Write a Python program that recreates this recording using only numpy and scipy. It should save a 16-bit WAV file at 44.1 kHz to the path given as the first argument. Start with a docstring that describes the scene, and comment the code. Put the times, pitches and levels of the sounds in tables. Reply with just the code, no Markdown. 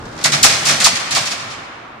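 """Steel track shoes clank on the concrete floor of a large hall as a small diesel excavator turns.
Each blow is filtered noise whose treble arrives ahead of the mids, so it chirps down, rattles and rings.
Tracks scrape (noise) and the drive groans (a gliding sine); both fade as the engine tones and whirr ease.
Under them lie a rumble and a deep boom. The tracks stand ahead of the hall's diffuse tail,
and the stereo microphone overloads on the loudest peaks."""
import sys
import numpy as np
from scipy import signal
from scipy.fft import rfft, irfft, next_fast_len
from scipy.io import wavfile
from scipy.ndimage import map_coordinates

SR = 44100
rng = np.random.default_rng(int(sys.argv[2]) if len(sys.argv) > 2 else 0)


def unload_audio(sound):
    """Save the sound as a 16-bit wav file, at the path given as the first command line argument."""
    columns = np.transpose(np.atleast_2d(sound))
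    # keep every value between -1 and 1, then stretch to whole-number steps
    steps = np.round(np.clip(columns, -1, 1) * 32767)
    wavfile.write(sys.argv[1], SR, steps.astype(np.int16))


N = 88200  # samples: two seconds


def amp(db):
    """Decibels to gain."""
    return 10 ** (np.asarray(db) / 20)


def unit(x):
    """Scale to rms 1."""
    return x / np.sqrt(np.mean(x ** 2) + 1e-20)


def along(points, hz):
    """Read (freq_hz, value) points on a log frequency axis."""
    freq, value = np.transpose(points)
    return np.interp(np.log(hz + 1), np.log(freq + 1), value)


def curve(rows):
    """Read (time_s, value) points, one value per sample."""
    return np.interp(np.arange(N) / SR, *np.transpose(rows))


def wobble(rate, n=N):
    """A smooth random curve around zero, rate knots a second."""
    knots = rng.standard_normal(4000)
    return map_coordinates(knots, [np.arange(n) * rate / SR + 2], mode="wrap")


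def filtered(x, response):
    """Multiply the spectrum of x by a complex response of frequency."""
    n = x.shape[-1]
    padded = next_fast_len(n + SR // 10, True)
    return irfft(rfft(x, padded) * response(np.fft.rfftfreq(padded, 1 / SR)), padded)[..., :n]


# likeness of the two microphone channels: freq_hz, correlation
LIKENESS = [(60, 0.97), (190, 1), (370, .6), (700, 0.24), (1200, 0.24), (2200, 0.087), (4000, 0.14),
            (8000, -0.15)]


def spread(pair):
    """Play a pair as mid and side: left and right are most alike in the bass."""
    def mid_side_gains(hz):
        turn = np.arccos(np.clip(along(LIKENESS, hz), -1, 1)) / 2
        return np.array([np.cos(turn), np.sin(turn)])

    mid, side = filtered(pair, mid_side_gains)
    return np.array([mid + side, mid - side])


def rush(spectrum):
    """Stereo noise of rms 1, coloured by a (freq_hz, level_db per Hz) table."""
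    noise = rng.standard_normal((2, N))
    return unit(spread(filtered(noise, lambda hz: amp(along(spectrum, hz)))))


# track shoes striking the floor: start_s, level_db, body_db (low), mids_db (upper mids), top_db (treble),
# knock_db, hold_s (rattle), t60_s (rattle), travel_s (of a 1 kHz wave), mid_over_side_db
BLOWS = [(0.179, -40, 13, 7.5, -6, -27, 0.034, 0.16, 0.022, 1.5),
         (0.2397, -9.5, -2, 0, 3, -15.5, .017, 0.16, 0.017, 0.5),
         (0.3198, -12, -1, 2, 0.5, -33, .02, 0.2, 0.016, -1),
         (0.429, -3.5, -3, -1, 6, -12.5, 0.016, 0.2, .022, -1),
         (0.491, -18, -3, 1.5, -2, -24.5, 0.054, 0.17, 0.019, 2),
         (0.653, -14, -3.5, -0.5, 5.5, -21, .02, 0.3, 0.02, 0),
         (.686, -13.5, 1.5, 1, 1, -21.5, 0.022, 0.37, 0.017, 1.5),
         (.801, -15.5, -2, 2.5, 2.5, -20, 0.027, 0.23, .019, 1.5),
         (0.842, -6, -9.5, -4, 3, -10.5, .025, 0.13, .029, 1.5),
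         (0.954, -21, -12, 4, 2, -30, 0.018, 0.065, 0.015, -1.5),
         (0.998, -26, 1, -15, 0, -3, 0.0098, 0.119, 0.019, 1),
         (1.108, -17.5, -4, 1, 2, -29, 0.0177, 0.21, .018, -2),
         (1.149, -13.5, -2, 0, 2.5, -7.5, 0.017, 0.33, .022, 1),
         (1.256, -21, -10, 0.5, 0.5, -27.5, 0.021, 0.13, .02, 0),
         (1.308, -21, -1.5, -2.5, -1, -22, .016, 0.19, .02, 0.5),
         (1.38, -35, 2.5, -4.5, -3, -25, 0.031, 0.13, 0.019, -2),
         (1.503, -31.5, -1.5, 2, -3.5, -20, 0.024, 0.19, .02, -0.5)]
# colour of the track steel, heard in blows and scrape: freq_hz, level_db (per Hz, relative)
STEEL_COLOUR = [(40, -41), (150, -7), (400, -15.5), (560, -4.5), (760, 0), (930, -7.5), (1150, -0.5),
                (1600, -0.5), (2150, 0), (2900, -2.5), (4200, 0.5), (5100, 1), (7000, -3.5), (9500, -11),
                (11400, -22.5), (13200, -22), (14500, -52)]
# colour of a blow's knock, a short soft-edged burst in the mids: freq_hz, level_db (per Hz, relative)
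KNOCK_COLOUR = [(200, -28), (450, -11.5), (750, 4), (1200, 5), (1700, -9.5), (3000, -4), (8000, -53.5)]
# where the steel lies between the two channels: freq_hz, left_over_right_db
STEEL_BALANCE = [(500, -0.5), (2200, -1.4), (4200, 3), (5500, -2.5), (7500, -4.5), (10000, 0), (12000, 0)]
STRIKE_DB, RING_DB = -12, -20
SHIMMER_DB, SHIMMER_T60_S = -17, 0.5
SAME_SHARE = 0.39  # share of rattle power that all blows have in common
FRONT_DB, FRONT_S = 0.5, 0.017  # extra level at the onset and its decay time
CLATTER_DB, CLATTER_RATE = 1.6, 260  # unevenness at the onset, knots a second
KNOCK_RISE_S, KNOCK_T60_S = 0.007, 0.061


def clanks():
    """Each blow is a strike with a soft-edged knock, a short uneven rattle and the ring of the steel."""
    n = SR // 2
    t = np.arange(n) / SR
    out = np.zeros((2, N + n))  # mid and side until spread
    common = echoes(n)
    shimmer = rng.standard_normal((2, n)) * amp(SHIMMER_DB - 60 * t / SHIMMER_T60_S)
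    front = np.exp(-t / FRONT_S)
    halves = np.array([[0.5], [-0.5]])  # split a balance between two channels
    for start, db, body_db, mids_db, top_db, knock_db, hold, t60, travel, mid_over_side_db in BLOWS:
        rattle = np.sqrt(SAME_SHARE) * common + np.sqrt(1 - SAME_SHARE) * echoes(n)
        onset_db = front * (FRONT_DB - CLATTER_DB * wobble(CLATTER_RATE, n))
        rattle = rattle * amp(onset_db - 60 * np.maximum(t - hold, 0) / t60)
        size = np.linalg.norm(rattle[0])
        strike = amp(STRIKE_DB) * size * np.array([[1], [0.3]]) * (t == 0)
        tilt = [(900, body_db), (2300, mids_db), (5000, 0.0019), (10000, top_db)]

        def through_steel(hz):
            colour = unit(amp(along(STEEL_COLOUR, hz)) * ripple(hz))
            return colour * amp(along(tilt, hz)) * bending(hz, travel)

        blow = filtered(rattle + shimmer + strike, through_steel)
        burst = (1 - np.exp(-t / KNOCK_RISE_S)) * amp(-60 * t / KNOCK_T60_S)
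        knock = filtered(rng.standard_normal((2, n)) * burst,
                         lambda hz: amp(along(KNOCK_COLOUR, hz)) * bending(hz, travel))
        blow += amp(knock_db) * size * knock / np.linalg.norm(knock[0])
        blow += amp(RING_DB) * ring(t)
        first = round(start * SR)
        out[:, first:first + n] += amp(db + mid_over_side_db * halves) * blow
    return filtered(spread(out[:, :N]), lambda hz: amp(halves * along(STEEL_BALANCE, hz)))


def echoes(n, rate=600):
    """Waves bouncing about in the track: sparse strong returns, rate a second, in a dense wash."""
    sparse = (rng.random((2, n)) < rate / SR) * rng.choice([-1, 1], (2, n))
    return unit(unit(sparse) + 0.71 * rng.standard_normal((2, n)))


FASTEST_HZ, SLOWEST_HZ = 8424, 547.4  # travel time stays constant beyond these


def bending(hz, travel):
    """Phase of a bending wave in steel: its travel time falls with the root of frequency."""
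    slowness = np.sqrt(1000 / np.clip(hz, SLOWEST_HZ, FASTEST_HZ))
    delay = travel * (slowness - np.sqrt(1000 / FASTEST_HZ))  # behind the fastest wave
    return np.exp(-2j * np.pi * np.cumsum(delay) * hz[1])  # phase is the sum of delay over frequency


def ripple(hz, depth_db=1.0, spacing_hz=200):
    """Random peaks and dips give every blow its own colour."""
    peaks = rng.standard_normal(256)
    return amp(depth_db * np.interp(hz / spacing_hz, np.arange(256), peaks))


# ringing modes of the track: freq_hz, level_db (before the random change per blow), t60_s
TRACK_MODES = [(727, -10, .55), (1098, -4, .4), (2060, -3, .35), (2166, -3, .35), (2275, -2, .35),
               (3533, -1, .6), (4249, -2, .5), (4531, -2, .4), (4677, -1, .45), (4927, 0, .45),
               (5103, 1, .4), (5533, -3, .45), (5835, -3, .5), (6961, -5, .45)]


def ring(t):
    """Decaying sines at the modes of the track, each a little different from blow to blow."""
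    hz, level, t60 = np.transpose(TRACK_MODES)[:, :, None]
    count = len(TRACK_MODES)
    sizes = amp(rng.normal(0, 4.5, (2, count))) * rng.choice([-1, 1], (2, count))
    tones = amp(level - 60 * t / t60) * np.sin(2 * np.pi * (hz * t + rng.random(hz.shape)))
    return sizes @ tones / np.sqrt(count) * (1 - np.exp(-t / 0.004))  # 4 ms rise


# shoes grinding over the floor: time_s, level_db
SCRAPE_LEVEL = [(0, -45), (.15, -43.5), (.21, -33), (.5, -22.5), (.95, -39), (1.07, -44), (1.3, -30.5),
                (1.6, -48), (2, -80.5)]


def scrape(grit_db=3):
    """The shoes grind sideways over the concrete: steel-coloured noise, roughened by small slips."""
    slips = amp(grit_db * wobble(250) + 0.67 * wobble(22))
    return amp(curve(SCRAPE_LEVEL)) * unit(rush(STEEL_COLOUR) * slips)


# drone of the track drive: time_s, pitch_hz (before waver), level_db
DRIVE_GROAN = [(0, 158.6, -48), (.2, 160.3, -45), (.27, 150, -38.5), (.36, 141.4, -27), (.42, 138, -49),
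               (.62, 151, -40), (.7, 149.9, -38), (.88, 134.4, -49), (1.02, 138.7, -67), (1.15, 137.7, -35),
               (1.25, 137.6, -55), (2, 135, -62)]


def groan(waver=0.03):
    """The track drive groans low: one sine with a gliding, wavering pitch."""
    times, hz, db = np.transpose(DRIVE_GROAN)
    pitch = curve(np.c_[times, hz]) * (1 + waver * wobble(40))
    phase = 2 * np.pi * np.cumsum(pitch) / SR
    return np.sqrt(2) * amp(curve(np.c_[times, db])) * np.sin(phase)


# exhaust tones: order (multiple of shaft speed), level_db (rms, before roughness and effort)
EXHAUST_ORDERS = [(1, -72), (2, -59.5), (3, -50), (4, -58), (6, -50), (7, -65)]
# fan and hydraulics: freq_hz, level_db (per Hz, relative)
WHIRR_COLOUR = [(180, -32), (300, -2), (580, -2.5), (649, -6), (726, -3.5), (1180, -5.5), (1600, -5),
                (1790, -11.5), (2590, -18.5), (3630, -20.5), (14000, -50.5)]
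# how hard the engine works: time_s, level_db (added to tones and whirr)
ENGINE_EFFORT = [(0, 1), (.6, 3.5), (1.1, -3.5), (1.5, -5), (2, -6)]
SHAFT_HZ = 37.8  # mean shaft speed
WHIRR_DB, FIRING_DEPTH = -34.5, 0.18  # whirr level before effort, depth of its pulsing


def engine(drift=0.012, rough_db=3):
    """Exhaust tones on the shaft orders, with fan and hydraulic noise pulsing at the firing rate."""
    turns = 2 * np.pi * np.cumsum(SHAFT_HZ * (1 + drift * wobble(28))) / SR
    tones = np.zeros(N)
    for order, db in EXHAUST_ORDERS:
        level = np.sqrt(2) * amp(db + rough_db * wobble(14))
        tones += level * np.sin(order * turns + 2 * np.pi * rng.random())
    firing = 1 + FIRING_DEPTH * np.sin(2 * turns)  # two firings a turn
    whirr = amp(WHIRR_DB) * rush(WHIRR_COLOUR) * firing
    return amp(curve(ENGINE_EFFORT)) * (tones + whirr)


# colour of the rolling undercarriage: freq_hz, level_db (per Hz, relative)
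RUMBLE_COLOUR = [(20, -36), (60, -15), (90, 2), (140, 3.5), (200, 1.5), (270, 2.5), (400, -16.5),
                 (800, -48), (2000, -67)]
# its loudness: time_s, level_db
ROLLING_LEVEL = [(0, -37), (.2, -37.5), (.27, -33.5), (.46, -30), (.62, -42.5), (.72, -32), (.86, -35),
                 (1.07, -43), (1.19, -35), (1.28, -42.5), (1.55, -42.5), (1.75, -50.5), (2, -49)]
# colour of the deep boom: freq_hz, level_db (per Hz, relative)
BOOM_COLOUR = [(15, -19), (30, -17), (45, -3), (58, -18), (80, -10), (130, -18), (400, -70)]
# its loudness: time_s, level_db
DEEP_LEVEL = [(0, -39), (.15, -48), (.3, -57), (.45, -45.5), (.7, -54), (.87, -51.5), (1.0, -56),
              (2, -58.5)]


def rumble(shudder_db=1.55, shudder_rate=30):
    """The undercarriage shudders as it rolls, over a deep boom of the whole machine: two bass noises."""
    uneven = amp(shudder_db * wobble(shudder_rate))
    shudder = amp(curve(ROLLING_LEVEL)) * unit(rush(RUMBLE_COLOUR) * uneven)
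    return shudder + amp(curve(DEEP_LEVEL)) * rush(BOOM_COLOUR)


# how long the hall rings: freq_hz, t60_s
HALL_DECAY = [(100, 2), (1000, 5), (2000, 2.77), (4500, 1.25), (8000, 1.07), (13000, 0.83)]
# colour of its tail: freq_hz, level_db (relative)
TAIL_COLOUR = [(100, 3), (1000, -1), (2200, 3.5), (5000, 1.5), (10000, -0.5)]
HALL_DB, HALL_BUILD_S = -10, 0.01


def hall(x):
    """A long diffuse tail of fading noise: longest near 1 kHz, shorter towards the treble."""
    hz, t, noise = signal.stft(rng.standard_normal((2, N)), SR, nperseg=256)
    decay_db = 60 * t / along(HALL_DECAY, hz)[:, None]
    fade = amp(along(TAIL_COLOUR, hz)[:, None] - decay_db) * (1 - np.exp(-t / HALL_BUILD_S))
    tail = spread(signal.istft(noise * fade, SR, nperseg=256)[1][:, :N])
    return signal.fftconvolve(x, tail / np.linalg.norm(tail[0]), axes=1)[:, :N]


def scene():
    """Tracks with their hall tail, then groan, engine and rumble without it."""
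    tracks = clanks() + scrape()
    return tracks + amp(HALL_DB) * hall(tracks) + groan() + engine() + rumble()


def record(dry, top_hz=14200):
    """The microphone overloads on the loudest peaks and keeps nothing above its band limit."""
    clipped = dry / (1 + np.abs(dry) ** 8) ** (1 / 8)
    return filtered(clipped, lambda hz: hz < top_hz)


dry = scene()
out = record(dry)
unload_audio(out)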